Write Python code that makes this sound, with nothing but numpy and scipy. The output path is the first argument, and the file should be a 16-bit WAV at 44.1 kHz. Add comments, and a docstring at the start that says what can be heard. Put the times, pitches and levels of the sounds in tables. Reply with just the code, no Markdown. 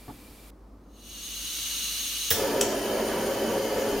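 """A quiet kitchen, a stereo microphone close to a hand-held gas torch over a wooden board.
Soft knocks on the board, then the valve opens and cold gas hisses through the burner tube.
The igniter snaps, the gas catches with a thump and burns with an unsteady roar, the trigger clicks
back, and the hot tube rings higher. Low room rumble and mains hum lie underneath."""
import sys
import numpy as np
from scipy import signal
from scipy.fft import rfft, irfft
from scipy.io import wavfile
from scipy.ndimage import uniform_filter1d

SR = 44100
rng = np.random.default_rng(int(sys.argv[2]) if len(sys.argv) > 2 else 0)


def master(y):
    """Save y as 16-bit WAV."""
    cut = np.clip(np.atleast_2d(y).T, -1, 1)
    pcm = np.round(cut * 32767)  # scale
    wavfile.write(sys.argv[1], SR, pcm.astype(np.int16))


N = 176400
TIME, HZ = np.arange(N) / SR, np.fft.rfftfreq(N, 1 / SR)
LIGHT_S, CATCH_S = 2.307, 0.015  # when the gas lights, and how fast the flame takes over
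BURN_S = np.maximum(TIME - LIGHT_S, 0)
ALIGHT = 1 - np.exp(-BURN_S / CATCH_S)  # 0 while cold, 1 once burning


# The flame, close up: frequency_hz, density_db
COMBUSTION_SPECTRUM = [(20, -79), (60, -79), (100, -63.5), (150, -73.5), (205, -59.5), (300, -57),
                       (420, -55), (610, -56), (760, -64.5), (1100, -71), (1750, -70.5), (2050, -76),
                       (3500, -81), (8000, -105)]
# Resonances of the space around the flame: pitch_hz, width_hz, lift_db
FLAME_HOLLOWS = [(222.5, 21.5, 9.5), (242.6, 13.7, -12.5), (285.6, 17, 4.5), (405, 45, 4.5), (450, 44, -1),
                 (546, 23, 8), (600, 28, 2.5), (644, 39, -1), (960, 160, 6), (1175, 20, 2.5), (1320, 21, 2),
                 (1440, 50, 0), (1684, 130, 2), (1810, 150, 0)]
# Strength of the roar: time_s, gain_db
ROAR_GAIN = [(2.35, -0.5), (2.55, 0), (2.8, -3), (3.05, -0.3), (3.35, -1), (3.65, -2), (3.85, -1), (4, -2)]

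def roar(rise_s=0.06, swell_hz=11, swell_db=0.7):
    """Combustion noise builds after ignition and swells unevenly with the turbulence."""
    build = 1 - np.exp(-BURN_S / rise_s)
    swell = unit(amp(swell_db * wander(swell_hz)))
    return noise(COMBUSTION_SPECTRUM, FLAME_HOLLOWS) * build * swell * curve(ROAR_GAIN)


# The jet inside the flame: frequency_hz, density_db
HOT_JET_SPECTRUM = [(1000, -83), (2400, -80), (3600, -87), (4400, -78.5), (6200, -80.5), (7100, -83.5),
                    (7800, -90), (9000, -85), (10700, -89.5), (12500, -85), (14700, -84), (15800, -89)]
# Resonances of the hot burner tube: pitch_hz, width_hz, lift_db
HOT_TUBE_MODES = [(3050, 520, 10), (4765, 66, 5.5), (6740, 330, 7.5), (9680, 330, 10.5), (12050, 440, 7.5)]

def hot_gas(surge_db=5.5, settle_s=0.25, flutter_hz=70.5, flutter_db=0.93):
    """The burning jet rings the hot tube, louder at first and fluttering with the turbulence."""
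    level = amp(surge_db * np.exp(-BURN_S / settle_s) + flutter_db * wander(flutter_hz))
    return noise(HOT_JET_SPECTRUM, HOT_TUBE_MODES) * ALIGHT * level


# Whistles of the hot tube: pitch_hz, width_hz, level_db, swell_exponent
TUBE_WHISTLES = [(3036, 87, -47.5, -0.29), (9430, 110, -54, 1), (11840, 220, -59, .7)]
# Swell of the upper whistles as the torch moves: time_s, gain_db
WHISTLE_GAIN = [(2.4, 1), (2.7, -1), (2.9, 2), (3.25, 7.5), (3.5, -4), (4, -8)]

def whistles(waver_hz=8.04, waver_share=.007):
    """Narrow, fuzzy tube resonances waver in pitch with the flame."""
    out, swell = np.zeros(N), curve(WHISTLE_GAIN)
    drift = 1 + waver_share * wander(waver_hz)
    for hz, width, db, exponent in TUBE_WHISTLES:
        fuzz = wander(width / 2) + 1j * wander(width / 2)
        tone = np.exp(2j * np.pi * np.cumsum(hz * drift) / SR)
        out += amp(db) * swell ** exponent * (fuzz * tone).real
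    return out * ALIGHT


# Gas flow as the valve opens: time_s, gain_db
VALVE_FLOW = [(.7, -80), (.82, -52), (.88, -41), (.98, -25), (1.08, -14), (1.22, -7.5), (1.38, -4.5),
              (1.58, -0.5), (1.8, 0.5), (2.28, .5)]
# The unlit jet, close up: frequency_hz, density_db
COLD_JET_SPECTRUM = [(300, -96), (850, -93), (1200, -82), (1800, -84), (2500, -77), (2750, -75),
                     (3400, -72), (4200, -74), (5000, -78), (5900, -74.5), (7500, -79.5), (8300, -79),
                     (9100, -74.5), (10800, -83.5), (12500, -77.5), (14700, -80.5), (15800, -83)]
# Resonances of the cold burner tube: pitch_hz, width_hz, lift_db
COLD_TUBE_MODES = [(2905, 160, 12.5), (3130, 80, -3), (3330, 110, 3), (3670, 110, 3), (3995, 120, 12),
                   (4190, 90, -4), (4385, 100, 11.5), (5730, 160, 6), (6110, 100, 4), (6360, 36, 10),
                   (6510, 150, 15.5), (9700, 260, 7.5), (12050, 250, 4)]

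def cold_gas(trickle_db=-11.5, lift_ratio=1.19):
    """The unlit jet rings the tube until the gas catches: whistly at a trickle, broader at full flow."""
    flow = curve(VALVE_FLOW)
    trickle = 1 / (1 + (flow / amp(trickle_db)) ** 2)
    sharp_modes = [(hz, width, lift * lift_ratio) for hz, width, lift in COLD_TUBE_MODES]
    broad = np.sqrt(1 - trickle) * noise(COLD_JET_SPECTRUM, COLD_TUBE_MODES)
    whistly = np.sqrt(trickle) * noise(COLD_JET_SPECTRUM, sharp_modes)
    return (broad + whistly) * flow * (1 - ALIGHT)


# Snaps of the igniter: start_s, level_db, decay_s, tilt_db_per_octave
IGNITER_SNAPS = [(2.3048, -5.5, 0.0029, 1), (2.3078, -9.5, 0.0015, -2.5), (2.311, -12, 0.0026, -5)]
# Colour of the snaps and the flare: frequency_hz, gain_db
IGNITER_COLOUR = [(100, -26), (450, -12.5), (950, -30), (1500, -7), (2700, -12.5), (3500, 2), (4500, -20),
                  (5450, 2.5), (7000, -6), (10500, -4), (13500, -3.5), (15400, 4.5)]

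def igniter():
    """The igniter snaps in three sharp blows a few milliseconds apart."""
    return blows(IGNITER_SNAPS, IGNITER_COLOUR)


def flare(level_db=-22, decay_s=0.053):
    """The collected gas burns off in a short, bright rush."""
    return amp(level_db) * unit(noise(IGNITER_COLOUR)) * (BURN_S > 0) * np.exp(-BURN_S / decay_s)


# Low rings, dry and centred: start_s, pitch_hz, level_db, rise_s, decay_s
LOW_RINGS = [(2.309, 85, -26.5, 0.0045, 0.022), (2.308, 460, -22.5, 0.0025, 0.012),
             (3.9, 26, -35.5, 0.034, .1)]

def thumps():
    """The puff of igniting gas sets off two low rings; a faint, deeper bump comes near the end."""
    out = np.zeros(N)
    for start, hz, db, rise, decay in LOW_RINGS:
        age = np.maximum(TIME - start, 0)
        envelope = (1 - np.exp(-age / rise)) * np.exp(-age / decay)
        out += amp(db) * envelope * np.sin(2 * np.pi * hz * age)
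    return out


# Clicks of the returning trigger: start_s, level_db, decay_s, tilt_db_per_octave
TRIGGER_CLICKS = [(2.6101, -17, 0.002, -3), (2.6128, -8, 0.0011, 0.5), (2.6158, -25.5, 0.015, -2)]
# Colour of the trigger: frequency_hz, gain_db
TRIGGER_COLOUR = [(300, -12), (1200, -9), (2000, -8.5), (3200, 4.5), (4100, -21), (5800, 5.5), (7500, 2),
                  (8600, -3.5), (13500, -16), (14400, -10), (15800, -7)]

def trigger():
    """The trigger springs back with a tight cluster of clicks."""
    return blows(TRIGGER_CLICKS, TRIGGER_COLOUR)


# Knocks on the board under the torch: start_s, level_db, decay_s, tilt_db_per_octave
BOARD_KNOCKS = [(.081, -35, 0.014, -1), (.0935, -37.5, 0.015, -1.5), (.305, -44, 0.013, -6)]
# Colour of the wood: frequency_hz, gain_db
BOARD_COLOUR = [(20, -50), (60, -13), (110, -5), (190, -18), (280, -1.5), (600, -21), (780, -13),
                (950, -13), (1140, -16), (1400, -23), (4000, -54), (15000, -72)]

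def board():
    """Soft knocks ring the wooden board, dull and brief."""
    return blows(BOARD_KNOCKS, BOARD_COLOUR)


# Reverberation of the kitchen: frequency_hz, t60_s
KITCHEN_DECAY = [(100, 1.15), (1000, 0.01), (5000, 0.67), (15000, 0.14)]
# Stereo width at the microphone: frequency_hz, side_gain_db
STEREO_WIDTH = [(60, -28), (250, -20), (500, -6.5), (1000, -2), (2500, -5.5), (6000, -2.5), (9000, -2),
                (14000, -5.5)]

def kitchen(early_db=3.5, early_s=.014, even_over_hz=260):
    """Left and right room responses: sparse reflections, alike in the bass and wider in the treble."""
    size = SR // 2
    t, hz = np.arange(size) / SR, np.fft.rfftfreq(size, 1 / SR)
    taps = rng.choice([-1., 1.], (2, size)) * (rng.random((2, size)) < 1 / 10) * (t > .002)
    taps *= 1 + amp(early_db) * np.exp(-t / early_s)  # nearby surfaces thicken the start
    band, age, frames = signal.stft(taps, SR, nperseg=256)
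    frames *= amp(-60 * age / spectrum(KITCHEN_DECAY, band)[:, None])
    tails = rfft(signal.istft(frames, SR, nperseg=256)[1][:, :size])
    broad_power = uniform_filter1d(abs(tails) ** 2, even_over_hz // 2, axis=1)
    mid, side = tails / np.sqrt(broad_power)  # evens out the colour
    side *= amp(spectrum(STEREO_WIDTH, hz))
    fade = np.cos(np.pi / 2 * t / t[-1])
    return irfft(np.array([mid + side, mid - side]), size) * fade


def placed(x, room, wet_db):
    """A still source reaches the microphone directly and by the room's reflections."""
    tail = signal.fftconvolve(x[None], room, axes=1)[:, :N]
    return (x + amp(wet_db) * tail) / np.sqrt(1 + amp(wet_db) ** 2)


def moving(x, rooms, wet_db, move_hz=.7):
    """The hand carries the torch from one set of reflections to the next."""
    turn = 2 * np.pi * (move_hz * TIME - np.arange(len(rooms))[:, None] / len(rooms))
    shares = np.maximum(np.cos(turn), 0)
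    shares /= np.linalg.norm(shares, axis=0)
    tail = sum(signal.fftconvolve((x * share)[None], room, axes=1)[:, :N]
               for share, room in zip(shares, rooms))
    return (x + amp(wet_db) * tail) / np.sqrt(1 + amp(wet_db) ** 2)


# Room tone around the microphone: frequency_hz, density_db
ROOM_TONE = [(20, -99), (45, -72), (70, -76.5), (150, -85), (210, -77.5), (290, -77.5), (380, -84.5),
             (560, -87), (850, -93), (1200, -93), (1500, -102), (3000, -113), (5000, -112), (7000, -117),
             (16000, -119)]
# Thin hiss in the first half second: frequency_hz, density_db
OPENING_HISS = [(30, -84), (100, -91), (400, -88), (1500, -97), (2200, -95.5), (4500, -95.5), (6000, -100),
                (12500, -96), (15800, -101)]

def background(hiss_end_s=.505, whistle_hz=2354, side_db=-5):
    """Diffuse room rumble, and a thin, faintly whistling hiss that stops abruptly."""
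    whistle = [(whistle_hz, 70, 11)]  # pitch_hz, width_hz, lift_db
    mid, side = [noise(ROOM_TONE) + noise(OPENING_HISS, whistle) * (TIME < hiss_end_s) for _ in range(2)]
    side = irfft(rfft(side) * amp(spectrum(STEREO_WIDTH) + side_db), N)
    return np.array([mid + side, mid - side])


def mains_hum(pitch_hz=50.6, level_db=-52.5):
    """The mains hum on one steady low tone."""
    return amp(level_db) * np.sqrt(2) * np.sin(2 * np.pi * pitch_hz * TIME)


def amp(db):
    """Decibels to gain."""
    return 10 ** (np.asarray(db) / 20)


def unit(x):
    """Scales to rms 1."""
    return x / np.sqrt(np.mean(x ** 2) + 1e-20)


def spectrum(points, hz=HZ):
    """Reads a table on a log-frequency axis."""
    f, value = np.transpose(points)
    return np.interp(np.log(hz + 1), np.log(f + 1), value)


def curve(points):
    """Gain over time from a table of levels."""
    return amp(np.interp(TIME, *np.transpose(points)))


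def noise(density, resonances=()):
    """Noise of a given power per hertz, lifted or dipped at its resonances."""
    lift_db = sum(lift / (1 + (2 * (HZ - hz) / width) ** 2) for hz, width, lift in resonances)
    return irfft(rfft(rng.standard_normal(N)) * amp(spectrum(density) + lift_db), N) * np.sqrt(SR / 2)


def wander(rate_hz):
    """Random motion of rms 1 up to a rate."""
    return unit(irfft(rfft(rng.standard_normal(N)) / np.sqrt(1 + (HZ / rate_hz) ** 4), N))


def blows(rows, colour):
    """Each blow is a dense, quickly dying ring in the colour of the struck part."""
    out = np.zeros(N)
    for start, db, decay, tilt in rows:
        colour_db = spectrum(colour) + tilt * np.log2(HZ / 1000 + .1)
        ring = unit(irfft(rfft(rng.standard_normal(N)) * amp(colour_db), N))
        out += amp(db) * ring * (TIME >= start) * np.exp(-np.maximum(TIME - start, 0) / decay)
    return out


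def scene():
    """Torch and board close to the microphone, with the kitchen behind them."""
    rooms = [kitchen() for _ in range(3)]
    # the cold hiss comes from two spots, nozzle and air inlet
    hiss = sum(placed(cold_gas(), room, wet_db=-0.5) for room in rooms[:2]) / np.sqrt(2)
    flame = moving(hot_gas() + whistles(), rooms, wet_db=0) + moving(roar(), rooms, wet_db=-6.5)
    snap = placed(igniter(), rooms[0], wet_db=1)
    catch = placed(flare(), rooms[0], wet_db=2) + thumps()
    clicks = placed(trigger(), rooms[1], wet_db=-4.5)
    knocks = placed(board(), rooms[2], wet_db=-2)
    return hiss + flame + snap + catch + clicks + knocks + background() + mains_hum()


def record(dry):
    """The recorder's band limit cuts the highest treble."""
    lowpass = signal.firwin(511, cutoff=15850, window=("kaiser", 9), fs=SR)
    return signal.oaconvolve(dry, lowpass[None], "same")


dry = scene()
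out = record(dry)
master(out)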